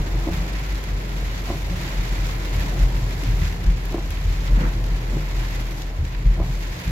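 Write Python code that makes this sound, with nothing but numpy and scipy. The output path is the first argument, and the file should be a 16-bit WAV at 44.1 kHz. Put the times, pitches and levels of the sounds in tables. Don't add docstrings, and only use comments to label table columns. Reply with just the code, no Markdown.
import sys
import numpy as np
from scipy import signal
from scipy.fft import rfft, irfft
from scipy.io import wavfile

SR = 44100
rng = np.random.default_rng(int(sys.argv[2]) if len(sys.argv) > 2 else 0)


def wav_out(sig):
    wavfile.write(sys.argv[1], SR, np.round(np.clip(np.atleast_2d(sig).T, -1, 1) * 32767).astype(np.int16))


N = 304720

# t/s, patter on glass/dB, roof drumming relative to patter/dB
RAIN_CURVE = [(0.0, -48, 5.5), (0.1, -48, 4.5), (0.6, -47, 6), (0.9, -50, 6.5), (1.2, -48, 5.5),
              (1.78, -47, 5), (1.84, -45.5, 6.5), (2.1, -46, 5), (2.45, -46, 5.5), (2.83, -46, 5),
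              (2.88, -47.5, 4.5), (3.45, -46, 5), (3.6, -50.5, 5.5), (4.0, -50, 5), (4.5, -48, 6),
              (4.65, -48.5, 6), (4.85, -49, 5), (5.15, -49, 5.5), (5.45, -47.5, 6.5), (5.8, -48.5, 3),
              (5.95, -54.5, 5.5), (6.4, -53, 7.5), (6.5, -48.5, 4), (6.91, -47.5, 6.5)]
# peak t/s, patter level/dB
GUSTS = [(0.33, -47), (0.71, -51.5), (1.25, -52), (1.35, -52.5), (1.48, -47), (1.83, -47.5), (2.27, -50),
         (2.54, -50), (2.61, -45.5), (3.52, -55), (3.86, -55), (4.12, -52), (4.33, -52), (4.72, -55),
         (5.56, -51.5), (6.06, -55), (6.62, -52)]
# t/s, relative level/dB, pan L-R/dB, top octave against the rest/dB
GLASS_DROPS = [(0.0657, -38, -0.5, -16), (0.636, -31, -6, -20), (0.6918, -29, -0.5, -15),
               (0.755, -26.5, -1.5, -23), (0.839, -26, -1.0, -12.5), (1.3766, -29, 3, -22),
               (1.8127, -32, -0.5, -16), (2.0926, -27, 0.0, -22), (2.1111, -31, 1.0, -19),
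               (2.2688, -26, -0.5, -15), (2.456, -28.5, -1.0, -14), (2.597, -26, -0.5, -12),
               (2.7921, -26, -4, -18), (2.831, -29, 0.0, -20), (3.236, -23.5, -0.5, -17),
               (3.4783, -25, -3, -23), (3.6414, -27, -2.5, -18), (3.664, -28, 6, -20),
               (3.7217, -30, 3, -18), (3.854, -29, 0.5, -6), (3.923, -28, 0.0, -14),
               (4.1054, -25.5, 3, -10), (4.3249, -31, 0.5, -12), (4.4754, -27, 3, -21),
               (4.8408, -28, -1.0, -18), (5.549, -28, 0.0, -11), (5.8199, -25, 0.5, -16),
               (6.0507, -28.5, -0.5, -15)]
# t/s, relative level/dB, pan L-R/dB
ROOF_DROPS = [(1.0808, -34, -5), (1.815, -29, 0), (3.4185, -28, -7), (4.172, -28, -4), (4.479, -26.5, -6),
              (4.6069, -29, -7), (6.1474, -28, -2.5)]
# f/Hz, relative density/dB per Hz
GLASS_SPECTRUM = [(2060, -27), (3500, -1.5), (7000, -3.5), (7470, -5.5), (8700, -18.5), (11300, -55),
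                  (19100, -120)]
# f/Hz, relative density/dB per Hz
ROOF_SPECTRUM = [(590, -24.5), (1000, -2), (1220, -8.5), (1330, -3), (1460, -6.5), (1600, -3.5), (2060, 0),
                 (3030, -6.5), (4500, -12.5), (5850, -23.5), (9900, -120)]
# f/Hz, relative density/dB per Hz
TICK_SPECTRUM = [(700, -32), (1500, 4), (4000, 0.5), (7000, -3.5), (8700, -13), (10000, -50)]
# f/Hz, relative density/dB per Hz
SPRAY_SPECTRUM = [(6500, -44), (8700, -8), (12200, 1.5), (15000, -8.5), (16000, -7.5)]
# t/s, relative knock level/dB, brightness/dB per octave,
# second blade delay/s, relative second blade level/dB, relative judder level/dB
WIPER_FLIPS = [(0.272, -15.5, -3.5, .016, -19, -39.5), (1.501, -15.5, 1.5, .008, -26, -42),
               (2.73, -39, -3, .03, -38, -47), (3.943, -13.5, -1.5, .039, -22.5, -41.5),
               (5.145, -32, -7, .024, -23, -43.5), (6.399, -18.5, 3.5, .018, -26, -45)]
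# f/Hz, relative level/dB, t60/s
COWL_MODES = [(260, -12, 0.052), (340, 4.5, 0.054), (414, -2, 0.044), (553, -0.5, 0.028),
              (684, -0.5, 0.027), (786, -8.5, 0.032), (1010, -9.5, 0.023), (1190, -26, 0.015)]
# t/s, f/Hz, level/dB
BOOM_CURVE = [(0.0, 41, -31), (0.15, 45.4, -23), (0.33, 43.8, -27), (0.5, 47.5, -25), (0.73, 48.65, -27),
              (0.95, 45.43, -28.5), (1.5, 45.43, -26.5), (1.79, 45.1, -28.5), (2.03, 42.07, -27),
              (2.2, 44.1, -27), (2.7, 43.66, -23.5), (3.2, 45.15, -26), (3.35, 43.3, -17.5),
              (3.62, 43.36, -31), (3.8, 43.24, -26.5), (4.48, 43.48, -23), (4.75, 43.52, -27.5),
              (5.1, 43.2, -23.5), (5.5, 42.4, -24.5), (5.97, 41.45, -28), (6.1, 43.04, -28.5),
              (6.55, 42.3, -24.5), (6.72, 42.6, -28), (6.83, 48, -51), (6.91, 50, -33)]
# peak t/s, boom level/dB, rumble level/dB, rise/s, fall/s
ROAD_SWELLS = [(0.005, -18.5, -21.5, 0.027, .03), (0.15, -21, -30, .04, 0.088),
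               (0.4, -21, -28, 0.027, 0.035), (0.57, -27, -36, 0.047, 0.026),
               (0.73, -22.5, -48, 0.057, .07), (0.94, -22, -31, 0.06, .06), (1.23, -25, -30, .1, .1),
               (1.52, -30, -30, .04, .03), (1.72, -29, -29, 0.067, .035), (2.0, -18.5, -35, 0.037, 0.028),
               (2.12, -19, -33, 0.023, 0.033), (2.21, -21, -40, 0.033, .1), (2.58, -22, -28, 0.067, 0.066),
               (2.83, -11, -24, .03, 0.046), (2.96, -19, -36, 0.036, 0.038),
               (3.04, -19.5, -30, .015, 0.046), (3.31, -21, -24, 0.044, .05), (3.41, -20, -26, .02, 0.044),
               (3.68, -11.5, -24, 0.023, 0.062), (3.92, -34, -31, 0.027, 0.051),
               (4.3, -16.5, -27, 0.046, .03), (4.535, -11, -28, 0.029, 0.067),
               (4.68, -17.5, -34, 0.055, 0.0303), (4.78, -22, -31, 0.029, 0.051),
               (4.86, -21, -31, 0.054, 0.039), (4.94, -17, -40, 0.042, 0.027), (5.14, -24, -28, 0.062, .06),
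               (5.39, -23.5, -38, 0.036, 0.031), (6.04, -28, -32, 0.029, .03),
               (6.18, -22.5, -45, 0.032, .035), (6.271, -9.5, -25, 0.016, 0.058),
               (6.41, -19, -25, .03, 0.027), (6.52, -23.5, -34, .04, 0.075), (6.89, -21.5, -25, 0.029, .04)]
# t/s, relative level/dB, ringing f/Hz
BUMPS = [(0.306, -18.5, 79.5), (0.31, -22.5, 176.6), (1.555, -26.5, 154), (1.705, -22, 176),
         (2.176, -20.5, 102.6), (2.542, -19, 83.7), (2.775, -19.5, 121.8), (3.02, -20, 107.3),
         (3.284, -13.5, 118), (3.401, -15, 79), (3.655, -16.5, 65), (3.666, -21.5, 121.6),
         (4.249, -17, 83.8), (4.56, -20.5, 159.6), (4.82, -21, 118.5), (5.158, -20, 148),
         (5.988, -13.5, 76.7), (6.249, -20, 120)]
# t/s, relative level/dB, ringing f/Hz
CABIN_KNOCKS = [(0.151, -29, 333), (2.192, -36, 335), (2.8, -34, 279), (3.23, -23.5, 275),
                (4.492, -29, 284.4)]
# t/s, body rumble/dB, wet tyre roar/dB
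ROAD_CURVE = [(0.0, -32, -34.5), (0.4, -31, -35.5), (0.8, -35.5, -38), (1.1, -35, -37), (1.6, -33, -38),
              (1.8, -31.5, -35.5), (2.4, -33.5, -36.5), (2.7, -31, -33.5), (3.1, -30, -36.5),
              (3.45, -29, -37), (3.8, -35, -38.5), (4.25, -32, -39.5), (4.6, -29.5, -34.5), (4.8, -30, -37),
              (5.2, -33.5, -37.5), (5.6, -34.5, -37.5), (6.2, -35, -41.5), (6.45, -32, -39),
              (6.91, -34.5, -39.5)]
# f/Hz, relative density/dB per Hz
RUMBLE_SPECTRUM = [(32, -33), (55, -9.5), (70, -4), (124, -4.5), (173, -8.5), (210, -34), (260, -18),
                   (340, -66), (570, -120)]
# f/Hz, width/Hz, relative level/dB
BODY_MODES = [(75.3, 12, 1.5), (121.9, 6.3, 3.5), (147.5, 5.7, -2), (173.8, 4.4, 0), (215, 3.3, -21)]
# f/Hz, relative density/dB per Hz
ROAR_SPECTRUM = [(120, -7), (200, 0), (226, -8), (323, -2.5), (377, -6.5), (1020, -15), (1170, -20.5),
                 (1400, -23), (1820, -22.5), (3080, -120)]
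# f/Hz, relative density/dB per Hz
SPLASH_SPECTRUM = [(82, -29), (140, 5), (211, 0), (342, -5.5), (430, -16), (485, -8.5), (834, -19),
                   (1600, -18.5), (2500, -24), (3250, -55), (5500, -120)]
# f/Hz, side minus mid/dB
SIDE_TO_MID = [(60, -19), (110, -30), (200, -10), (380, -7.5), (700, -2.5), (1290, 3), (2380, 0),
               (4400, 1.5), (8120, 0), (15000, 0.5)]
# f/Hz, L-R/dB
LEFT_TO_RIGHT = [(60, -2.5), (110, -1), (200, 1), (380, -0.5), (700, 1), (1290, -3), (2380, -2),
                 (4400, 1.5), (8120, -1.5), (15000, 2)]

GUST_RISE_S, GUST_FALL_S = 0.017, 0.077
BOOM_WAVER_DB, RUMBLE_WAVER_DB, SHOWER_WAVER_DB, DRUM_WAVER_DB = 1.3, 1.1, 0.4, 0.38
JUDDER_LEAD_S, JUDDER_TAIL_S = 0.033, 0.061
PUDDLE_S, PUDDLE_DB, PUDDLE_RISE_S, PUDDLE_FALL_S = 4.65, -28.5, 0.11, 0.051
LEFT_BASS_LAG_S = 0.00021
CUTOFF_HZ = 15830


def rain():
    glass_db, roof_db = in_time(RAIN_CURVE)
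    gusts = [(s, level_db, GUST_RISE_S, GUST_FALL_S) for s, level_db in GUSTS]
    heaviness = swelling(glass_db + SHOWER_WAVER_DB * drift(12.0), gusts)
    roof_db = roof_db + DRUM_WAVER_DB * drift(7.0)
    shower = patter(400, spread_db=2.5, t60_s=0.096)
    fine = patter(990, spread_db=1.5, t60_s=0.021)
    glass = diffuse(GLASS_SPECTRUM, shower + 1.3 * fine)
    spray_drops = patter(500, spread_db=2.5, t60_s=0.024)
    spray = diffuse(SPRAY_SPECTRUM, shower + 0.59 * fine + spray_drops)
    roof_drops = patter(1500, spread_db=1.5, t60_s=0.19)
    roof = diffuse(ROOF_SPECTRUM, shower + 1.3 * roof_drops)
    layers = amp(-1.0) * glass + amp(-6.5) * spray + amp(roof_db) * roof
    return heaviness * layers + fat_drops()


def patter(drops_per_s, spread_db, t60_s):
    sizes = amp(2 * spread_db * np.minimum(rng.exponential(1, N), 5))
    hits = sizes * (rng.random(N) < drops_per_s / SR)
    power = dying(np.tile(hits, 2), t60_s)[N:]
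    return rms_one(np.sqrt(power))


def fat_drops():
    s, level_db, pan_db, top_db = np.transpose(GLASS_DROPS)
    glass = drop_bursts(s, level_db + 2.0, pan_db, TICK_SPECTRUM, t60_s=0.019)
    spray = drop_bursts(s, level_db + top_db + 13, pan_db, SPRAY_SPECTRUM, t60_s=0.0047)
    s, level_db, pan_db = np.transpose(ROOF_DROPS)
    roof = drop_bursts(s, level_db + 6, pan_db, ROOF_SPECTRUM, t60_s=0.045)
    return glass + spray + roof


def drop_bursts(s, level_db, pan_db, spectrum, t60_s):
    power = np.zeros((2, N))
    side_db = pan_db / 2 * np.array([[1], [-1]])
    power[:, (s * SR).astype(int)] = amp(2 * (level_db + side_db))
    envelope = np.sqrt(dying(power, t60_s) + amp(-22) * dying(power, 5.8 * t60_s))
    burst = envelope * rng.standard_normal((2, N))
    colour = at_hz(spectrum)
    return irfft(rfft(burst) * colour / colour.max(), N)


def wipers():
    out, length, lead = np.zeros(N), SR // 2, SR // 8
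    t = np.arange(length) / SR - 1 / 8
    luck = rng.standard_normal((len(WIPER_FLIPS), len(COWL_MODES), 3))
    rubber = rng.standard_normal((len(WIPER_FLIPS), length))
    for flip, strengths, noise in zip(WIPER_FLIPS, luck, rubber):
        s, knock_db, tilt_db, second_delay_s, second_db, judder_db = flip
        start = round(s * SR) - lead
        bell = np.exp(-np.where(t < 0, t / JUDDER_LEAD_S, t / JUDDER_TAIL_S) ** 2)
        judder = amp(judder_db) * noise * bell
        for (hz, mode_db, t60_s), hits in zip(COWL_MODES, strengths):
            drive = judder / np.sqrt(t60_s * SR / 30)
            drive[lead + np.array([0, 130])] += amp(knock_db - 12.5 + 2 * hits[:2])
            drive[lead + round(second_delay_s * SR)] += amp(second_db - 5.5 + 2 * hits[2])
            gain = amp(mode_db + tilt_db * np.log2(hz / 400))
            out[start:start + length] += gain * ring(drive, hz, t60_s)
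    return -signal.sosfilt(signal.butter(4, 1250, fs=SR, output="sos"), out)


def boom():
    hz, level_db = in_time(BOOM_CURVE)
    swells = np.delete(ROAD_SWELLS, 2, axis=1)
    level = swelling(level_db + BOOM_WAVER_DB * drift(9.9), swells)
    return np.sqrt(2) * level * np.sin(2 * np.pi * np.cumsum(hz) / SR)


def bumps():
    return rung(BUMPS, t60_s=0.35, softness=0.65)


def cabin_knocks():
    return rung(CABIN_KNOCKS, t60_s=0.084, softness=0.52)


def rung(events, t60_s, softness):
    out = np.zeros(N)
    for s, level_db, hz in events:
        click = np.zeros(SR)
        click[0] = amp(level_db)
        start = round(s * SR)
        low_pass = signal.butter(2, hz / softness, fs=SR, output="sos")
        tone = ring(click, hz, t60_s)[:N - start]
        out[start:start + SR] += signal.sosfilt(low_pass, tone)
    return out


def road():
    rumble_db, roar_db = in_time(ROAD_CURVE)
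    swells = np.delete(ROAD_SWELLS, 1, axis=1)
    rumble_level = swelling(rumble_db + RUMBLE_WAVER_DB * drift(2.3), swells)
    puddle = puddle_splash()
    rumble = rumble_level * diffuse(body_spectrum(), 1)
    roar = amp(roar_db) * diffuse(ROAR_SPECTRUM, 1)
    return rumble + roar + puddle


def puddle_splash():
    level = swelling(-90, [(PUDDLE_S, PUDDLE_DB, PUDDLE_RISE_S, PUDDLE_FALL_S)])
    return level * diffuse(SPLASH_SPECTRUM, patter(900, spread_db=2.5, t60_s=0.077))


def body_spectrum():
    hz = np.geomspace(20, 600, 400)
    rumble_hz, rumble_db = np.transpose(RUMBLE_SPECTRUM)
    broad = amp(np.interp(np.log(hz), np.log(rumble_hz), rumble_db) - 9.0)
    peaks = sum(amp(2 * level_db) / (1 + (2 * (hz - mode_hz) / width_hz) ** 2) ** 2
                for mode_hz, width_hz, level_db in BODY_MODES)
    return np.transpose([hz, 10 * np.log10(broad ** 2 + amp(-20.0) * peaks)])


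def diffuse(spectrum, envelope):
    mid, side = rfft(rng.standard_normal((2, N)) * envelope) * at_hz(spectrum)
    side = side * at_hz(SIDE_TO_MID)
    lean = np.sqrt(at_hz(LEFT_TO_RIGHT))
    pair = irfft(np.array([(mid + side) * lean, (mid - side) / lean]), N)
    return pair / np.sqrt(np.mean(pair.mean(axis=0) ** 2))


def ring(clicks, hz, t60_s):
    r, w = amp(-60 / (t60_s * SR)), 2 * np.pi * hz / SR
    return signal.lfilter([0, np.sin(w)], [1, -2 * r * np.cos(w), r * r], clicks + 1e-18)


def dying(power, t60_s):
    return signal.lfilter([1], [1, -amp(-120 / (t60_s * SR))], power + 1e-18)


def swelling(bed_db, events):
    power, t = amp(2 * bed_db), np.arange(N) / SR
    for peak_s, level_db, rise_s, fall_s in events:
        x = (t - peak_s) / np.where(t < peak_s, rise_s, fall_s)
        power = power + amp(2 * level_db) * np.exp(-2 * x ** 2)
    return np.sqrt(power)


def drift(corner_hz):
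    r = np.exp(-80 * np.pi * corner_hz / SR)
    noise = rng.standard_normal(N // 40 + 2002)
    slow = signal.lfilter([1], [1, -2 * r, r * r], noise)[2000:]
    return np.interp(np.arange(N) / 40, np.arange(len(slow)), rms_one(slow))


def in_time(rows):
    s, *columns = np.transpose(rows)
    return [np.interp(np.arange(N) / SR, s, c) for c in columns]


def at_hz(points):
    hz, level_db = np.transpose(points)
    grid_hz = np.maximum(np.arange(N // 2 + 1) * SR / N, 1)
    return amp(np.interp(np.log(grid_hz), np.log(hz), level_db))


def amp(db):
    return 10 ** (np.asarray(db) / 20)


def rms_one(x):
    return x / np.sqrt(np.mean(x ** 2) + 1e-20)


def scene():
    lows = boom() + bumps() + cabin_knocks()
    late = np.interp(np.arange(N) - LEFT_BASS_LAG_S * SR, np.arange(N), lows)
    lows_pair = np.array([late, lows]) * amp([[0.45], [-0.45]])
    wiper_pair = wipers() * amp([[-0.3], [0.3]])
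    return rain() + wiper_pair + lows_pair + road()


def record(dry):
    return signal.sosfilt(signal.ellip(14, 0.5, 70, CUTOFF_HZ, fs=SR, output="sos"), dry)


dry = scene()
out = record(dry)
wav_out(out)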